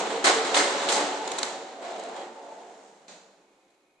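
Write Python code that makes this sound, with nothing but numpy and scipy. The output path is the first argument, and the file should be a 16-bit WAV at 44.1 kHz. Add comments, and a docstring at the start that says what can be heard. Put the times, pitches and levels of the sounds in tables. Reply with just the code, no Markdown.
"""Steel wheels rumble overhead in a factory hall: an electric hoist trolley rolls off along its rail.
The wheels make the rail sing and clank over the joints, the girder thuds under two heavy blows,
and the hall smears every one. A few dry clicks sound close to the pair of microphones.
As the rumble fades, a knock comes from far down the rail and a faint high whine is left."""
import sys
import numpy as np
from scipy import signal
from scipy.fft import rfft, irfft
from scipy.io import wavfile

SR = 44100
rng = np.random.default_rng(int(sys.argv[2]) if len(sys.argv) > 2 else 0)


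def log_audio(samples):
    """Write samples as a 16-bit WAV file to the path given in sys.argv[1]."""
    # one column per channel
    frames = np.atleast_2d(samples).T
    # limit to full scale, then quantise
    limited = np.clip(frames, -1, 1)
    pcm = np.round(limited * 32767).astype(np.int16)
    wavfile.write(sys.argv[1], SR, pcm)


N = 176400
T = np.arange(N) / SR
BLOW_SAMPLES = 2 * SR
BLOW_T = T[:BLOW_SAMPLES]

# How alike the two microphones hear the hall. Each row: frequency in Hz, likeness from 0 to 1.
MIC_LIKENESS = [(50, .5), (130, .94), (420, .95), (750, .9), (1200, .33), (2200, .3), (4000, .27),
                (8000, .2)]
# The rail's resonances. Each row: frequency in Hz, width in Hz, lift in dB.
RAIL_RESONANCES = [(288.5, 25, 8), (367, 26, 5.5), (450, 10, 7.5), (529.5, 14, 5.5), (560.8, 6.2, 10.5),
                   (682, 9.3, 5.5), (690, 55, 1), (760, 6.2, 12), (853, 3.7, 9)]


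def amp(db):
    """Decibels to gain."""
    return 10 ** (np.asarray(db) / 20)


def unit(x):
    """Scales to rms 1."""
    return x / np.sqrt(np.mean(x ** 2) + 1e-20)


def read(points, hz):
    """Reads a curve on a log-frequency axis."""
    f, value = np.transpose(points)
    return np.interp(np.log(hz + 1), np.log(f), value)


def level(points):
    """Gain over time from a dB curve."""
    return amp(np.interp(T, *np.transpose(points)))


def peak(hz, centre_hz, width_hz):
    """Gain of one resonance; the width is taken at half its height."""
    return 1 / (1 + (2 * (hz - centre_hz) / width_hz) ** 2)


def lift(resonances, hz):
    """Lift in dB from a table of resonances."""
    return sum(db * peak(hz, centre, width) for centre, width, db in resonances)


def tilt(hz, db_per_octave):
    """Brightens or dulls around 2 kHz, in dB."""
    return db_per_octave * np.log2(np.maximum(hz, 300) / 2000)


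def add(mix, start_s, sound):
    """Mixes a sound in at its start time."""
    part = mix[:, max(round(start_s * SR), 0):][:, :sound.shape[1]]
    part += sound[:, :part.shape[1]]


def noise(colour_db, size=N):
    """Diffuse noise of rms 1 at the two microphones; colour_db maps Hz to dB."""
    # Each row: frequency in Hz, left microphone minus right in dB.
    balance = [(100, -2), (400, -0.5), (1100, -1.3), (2000, -1.1), (4200, -1.5), (6000, -3), (8000, 2.5),
               (12000, 3)]
    hz = np.fft.rfftfreq(size, 1 / SR)
    mid, side = rfft(rng.standard_normal((2, size)))
    likeness = read(MIC_LIKENESS, hz)
    side *= np.sqrt((1 - likeness) / (1 + likeness))
    lean = amp(read(balance, hz) / 2)
    pair = np.array([(mid + side) * lean, (mid - side) / lean])
    return unit(irfft(pair * amp(colour_db(hz)), size))


def flutter(depth_db, rate_hz, size=N):
    """A gain that wavers at random by depth_db rms, up to about the given rate."""
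    hz = np.fft.rfftfreq(size, 1 / SR)
    drift = irfft(rfft(rng.standard_normal(size)) / (1 + (hz / rate_hz) ** 4), size)
    return amp(depth_db * unit(drift))


def dying(colour_db, decay):
    """Noise whose bands each die at their own speed."""
    hz, t, bands = signal.stft(noise(colour_db, BLOW_SAMPLES), SR, nperseg=512)
    bands *= amp(-60 * t / read(decay, hz)[:, None])
    return signal.istft(bands, SR, nperseg=512)[1][:, :BLOW_SAMPLES]


def dense_modes(spacing_hz=45, spread_db=2.2):
    """The steel's countless upper modes: an uneven response in dB, shared by grit and clanks."""
    # Each row: frequency in Hz, width in Hz, lift in dB.
    strongest = [(2020, 40, 3), (3601, 50, 2.5), (3935, 50, 2.5), (4300, 50, 3), (6815, 45, 4),
                 (7124, 40, 5), (7503, 35, 4), (8152, 35, 6), (8425, 30, 11)]
    mode_hz = np.arange(0, SR / 2, spacing_hz)
    heights_db = spread_db * np.clip(rng.standard_normal(len(mode_hz)), -2, 2) * (mode_hz > 1000)
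    return lambda hz: np.interp(hz, mode_hz, heights_db) + lift(strongest, hz)


def rolling(steel):
    """Wheels overhead drive the rail's resonances; grit and sliding contact add uneven treble."""
    # All three fade as the trolley moves off. Each row: time in seconds, level in dB.
    rumble_levels = [(0, -29), (.2, -34), (.45, -30), (.8, -32), (1.0, -28), (1.2, -36), (1.36, -34),
                     (1.6, -39.5), (1.79, -43.5), (1.9, -39.5), (2.23, -39), (2.33, -44.5), (2.6, -47.5),
                     (2.82, -50.5), (3.05, -57.5), (3.3, -60.5), (3.6, -67), (4, -73)]
    grit_levels = [(0, -33.5), (.22, -38.5), (.5, -33), (.8, -31.5), (1.0, -32.5), (1.22, -39.5),
                   (1.45, -37.5), (1.62, -48.5), (1.8, -53), (1.86, -44), (2.22, -48), (2.34, -57),
                   (2.58, -57.5), (2.9, -64.5), (3.06, -65.5), (3.45, -71), (3.62, -70.5), (4, -75.5)]
    slide_levels = [(0, -38.5), (.2, -94), (.8, -58), (1.7, -61), (2.05, -75), (2.35, -63.5), (2.87, -62),
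                    (3.05, -70.5), (3.65, -79.5), (4, -91)]
    # Their spectra. Each row: frequency in Hz, relative level in dB.
    rumble_tone = [(30, -55.5), (90, -43), (140, -28), (200, -10.5), (300, -7.5), (450, -1), (720, -2),
                   (900, -1.5), (1100, -11), (2000, -18), (5000, -33), (14000, -84.5)]
    grit_tone = [(30, -70), (120, -43.5), (600, -8.5), (1000, 2.5), (1400, -1), (2000, -4.5), (2700, -5.5),
                 (4100, -5.5), (5200, -12.5), (7200, -9), (8400, -16.5), (9300, -24.5), (10500, -40.5),
                 (14000, -63)]
    slide_tone = [(50, -61.5), (3000, -9), (5400, -6), (7000, -1), (8400, -10), (9300, -12.5),
                  (11000, -39.5), (14000, -57)]
    rumble = noise(lambda hz: read(rumble_tone, hz) + lift(RAIL_RESONANCES, hz)) * level(rumble_levels)
    rumble *= flutter(depth_db=.3, rate_hz=35)
    grit = noise(lambda hz: read(grit_tone, hz) + .6 * steel(hz)) * level(grit_levels)
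    slide = noise(lambda hz: read(slide_tone, hz)) * level(slide_levels)
    return rumble + (grit + slide) * flutter(depth_db=.9, rate_hz=120)


def rail_singing():
    """Each stretch of rail swells on its own note as the wheels cross it."""
    # Each row: midpoint and length in seconds, pitch and width in Hz, top level in dB.
    stretches = [(0.204, 0.98, 452, 45, -35.5), (1.047, 0.42, 290, 65, -42.5),
                 (1.1, 0.67, 866, 45.1, -38.5), (1.967, 0.44, 681, 180, -39.5),
                 (2.19, 0.2, 784, 280, -42.5), (2.205, .14, 3260, 350, -56), (2.508, 0.5, 881, 70, -50),
                 (2.578, 0.42, 696, 250, -49), (3.001, 1.4, 194.8, 75, -72), (3.591, 1.3, 350, 290, -71.5)]
    out = np.zeros((2, N))
    for middle_s, length_s, pitch, width, db in stretches:
        swell = np.cos(np.pi * np.clip((T - middle_s) / length_s, -.5, .5))
        out += amp(db) * swell * noise(lambda hz: 40 * np.log10(peak(hz, pitch, width)))
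    return out


def room_tone(db=-81.5):
    """The quiet air of the hall, all around the microphones."""
    # Each row: frequency in Hz, relative level in dB.
    air_tone = [(25, -5.5), (70, -16.5), (200, -3), (600, -12), (1500, -26), (4000, -27.5), (8000, -22),
                (11000, -17), (14000, -38.5)]
    return amp(db) * noise(lambda hz: read(air_tone, hz))


def ring(modes):
    """Dying steel modes; the high ones reach the two microphones out of step."""
    out = np.zeros((2, BLOW_SAMPLES))
    for hz, db, t60 in modes:
        draws = rng.uniform(0, 2 * np.pi, (3, 1))
        mic_phases = draws[0] + (1 - read(MIC_LIKENESS, hz)) * draws[1:]
        out += amp(db - 60 * BLOW_T / t60) * np.sin(2 * np.pi * hz * BLOW_T + mic_phases)
    return out


def hall_tail(colour_db, rise_s=.0061):
    """The hall's answer to one blow: it builds up, then dies away."""
    # Each row: frequency in Hz, seconds to fall 60 dB.
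    hall_decay = [(150, 0.43), (600, 1.3), (2000, 1.0), (5000, 0.97), (8500, 0.58), (11000, 0.37)]
    return dying(colour_db, hall_decay) * (1 - np.exp(-BLOW_T / rise_s))


def clank(db, tilt_db, rise_s, ring_db, crack_db, steel, crack_t60_s=.06, hall_db=-7):
    """A wheel strikes a joint overhead: a crack, a crash of dense modes, longer tones and the hall."""
    # The blow's spectrum. Each row: frequency in Hz, relative level in dB.
    clank_tone = [(30, -55), (100, -46), (170, -18.5), (300, -6.5), (450, 0.5), (750, 1.5), (1100, 0),
                  (1400, -0.5), (1750, -3), (2050, -4), (2750, -6.5), (3600, -6), (4200, -5), (5600, -9.5),
                  (7300, -6.5), (8500, -13), (9600, -20.5), (11500, -36), (14000, -60.5)]
    # Each row: frequency in Hz, seconds to fall 60 dB.
    crash_decay = [(500, .4), (4000, 0.38), (8500, 0.42), (10500, 0.27)]
    # Each row: frequency in Hz, relative level in dB, seconds to fall 60 dB.
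    steel_modes = [(413, -22, .49), (726, -17, .56), (1178, -19, .5), (1313, -14, .55), (1464, -18, .5),
                   (1739, -20, .45), (2020, -14.5, .25), (2075, -19, .5), (3935, -25, .6), (4300, -23, .55),
                   (7124, -22, .48), (8425, -19, .55)]
    colour = lambda hz: read(clank_tone, hz) + lift(RAIL_RESONANCES, hz) + steel(hz) + tilt(hz, tilt_db)
    crash = dying(colour, crash_decay)
    crash *= flutter(depth_db=1.6, rate_hz=150, size=BLOW_SAMPLES)  # the wheel chatters as it settles
    crack = noise(lambda hz: 20 * np.log10(peak(hz, 3480, width_hz=2200)) + colour(hz), BLOW_SAMPLES)
    crack *= amp(crack_db - 60 * BLOW_T / crack_t60_s)
    tail = amp(ring_db) * ring(steel_modes) + amp(hall_db) * hall_tail(colour)
    return amp(db) * np.minimum(BLOW_T / rise_s, 1) * (crack + crash + tail)


def girder_thud(db, corner_hz=50, t60_s=.1):
    """The girder gives a brief, deep thud under a heavy blow."""
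    bass = noise(lambda hz: 20 * np.log10(peak(hz, 0, 2 * corner_hz)), BLOW_SAMPLES)
    return bass * amp(db - 60 * BLOW_T / t60_s)


def close_click(db, hold_s, tilt_db, ping_db, rise_s=.00074, fall_s=.0015, hall_db=-15):
    """A dry snap with a bright ping close to the microphones, and a weak answer from the hall."""
    # Each row: frequency in Hz, relative level in dB.
    snap_tone = [(30, -19), (150, -23), (700, -1), (1500, 1), (2600, -5), (3900, 4), (5300, -4),
                 (6900, 4.5), (8500, -3), (10500, -15), (12000, -34), (14000, -34)]
    colour = lambda hz: read(snap_tone, hz) + tilt(hz, tilt_db)
    ping = noise(lambda hz: 20 * np.log10(peak(hz, 4150, width_hz=700)), BLOW_SAMPLES)
    snap = noise(colour, BLOW_SAMPLES)
    burst = np.minimum(BLOW_T / rise_s, 1) * np.exp(-np.maximum(BLOW_T - hold_s, 0) / fall_s)
    return amp(db) * ((snap + amp(ping_db) * ping) * burst + amp(hall_db) * hall_tail(colour))


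def far_knock(db, rise_s, t60_s=.6, hall_db=-7.5):
    """A hollower blow on steel, heard from far down the rail."""
    # Each row: frequency in Hz, relative level in dB.
    knock_tone = [(40, -30), (110, -36), (180, 3.5), (350, -3.5), (550, 4.5), (850, 3), (1100, -5.5),
                  (1500, -4), (2300, -7), (3200, -9.5), (4100, -4.5), (5400, -10.5), (6800, -3.5),
                  (8400, -14), (9500, -26), (14000, -52)]
    # Each row: frequency in Hz, width in Hz, lift in dB.
    resonances = [(2610, 80, 5), (3560, 80, 6), (4020, 120, 3), (4280, 160, 3)]
    # Each row: frequency in Hz, relative level in dB, seconds to fall 60 dB.
    steel_modes = [(2590, -22, .9), (2615, -21, .9), (3560, -18, .7), (4420, -20, .6), (6600, -14, .45)]
    colour = lambda hz: read(knock_tone, hz) + lift(resonances, hz)
    crash = noise(colour, BLOW_SAMPLES) * amp(-60 * BLOW_T / t60_s)
    tail = ring(steel_modes) + amp(hall_db) * hall_tail(colour)
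    return amp(db) * np.minimum(BLOW_T / rise_s, 1) * (crash + tail)


def far_whine():
    """A thin, unsteady whine far off in the hall, coming up at the end."""
    # Each row: frequency in Hz, width in Hz, relative level in dB.
    partials = [(2230, 120, -10.5), (2480, 70, -6)]
    # Each row: time in seconds, level in dB.
    whine_levels = [(3.05, -94), (3.42, -81), (3.5, -74), (3.68, -77), (3.87, -79), (3.98, -73.5)]
    colour = lambda hz: 20 * np.log10(sum(amp(db) * peak(hz, f, width) for f, width, db in partials))
    return noise(colour) * level(whine_levels) * flutter(depth_db=1, rate_hz=30)


def scene():
    """The trolley's run heard from below the rail, with clicks nearby and a knock far off."""
    # Wheels on the joints. Each row: start in seconds, level in dB, tilt in dB per octave,
    # rise in seconds, ring and crack in relative dB.
    clanks = [(.098, -33, -2.5, 0.0053, -4, -3), (0.2405, -17.5, 0.5, 0.0047, 3.5, -12.5),
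              (.265, -17, -1, 0.0042, 1.5, -1), (.378, -38, 0, .002, -5, 9.5),
              (.447, -31.5, 0, .003, -0.5, 1), (0.543, -22, 0.5, 0.0014, -2.5, 3.5),
              (.564, -19.5, 0.5, 0.0047, 1, -5.5), (.587, -24.5, -1.5, 0.0044, 2, -11),
              (.672, -35, -1, 0.0023, -5.5, 6.5), (0.736, -38, -1.5, 0.0065, -0.5, -9),
              (.82, -41.5, 6.5, 0.0018, -11, 9), (.887, -24, 1.5, 0.0013, -1, 3),
              (0.916, -23, 3, 0.01, -9, -18), (.965, -28.5, -1.5, 0.0087, -9.5, -11),
              (1.431, -35, 0.5, 0.0045, -11, -12), (1.817, -40, -4, 0.0094, -8, -10),
              (2.156, -44.5, -0.5, 0.01, -11, -4)]
    # Each row: start in seconds, level in dB.
    thuds = [(.243, -55), (.545, -60)]
    # Each row: start in seconds, level in dB, hold in seconds, tilt in dB per octave, ping in relative dB.
    clicks = [(1.2755, -31.5, .005, -1.5, -12), (1.3165, -29.5, .004, .7, -14),
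              (1.3848, -26.8, .008, .5, -12), (1.4300, -23.2, .003, -.4, 0), (1.995, -46, .005, 4, -20),
              (2.035, -47, .004, 4, -20), (3.703, -69, .006, 1, -10)]
    # Each row: start in seconds, level in dB, rise in seconds.
    knocks = [(3.079, -45.5, 0.0036), (3.113, -53, 0.0068)]
    steel = dense_modes()
    mix = rolling(steel) + rail_singing() + room_tone() + far_whine()
    for start_s, *blow in clanks:
        add(mix, start_s, clank(*blow, steel))
    for start_s, db in thuds:
        add(mix, start_s, girder_thud(db))
    for start_s, *snap in clicks:
        add(mix, start_s, close_click(*snap))
    for start_s, db, rise_s in knocks:
        add(mix, start_s, far_knock(db, rise_s))
    return mix


def record(dry):
    """The recorder cuts the treble above 13.9 kHz."""
    lowpass = signal.firwin(511, 13900, window=("kaiser", 9), fs=SR)
    return signal.oaconvolve(dry, lowpass[None], "same")


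dry = scene()
out = record(dry)
log_audio(out)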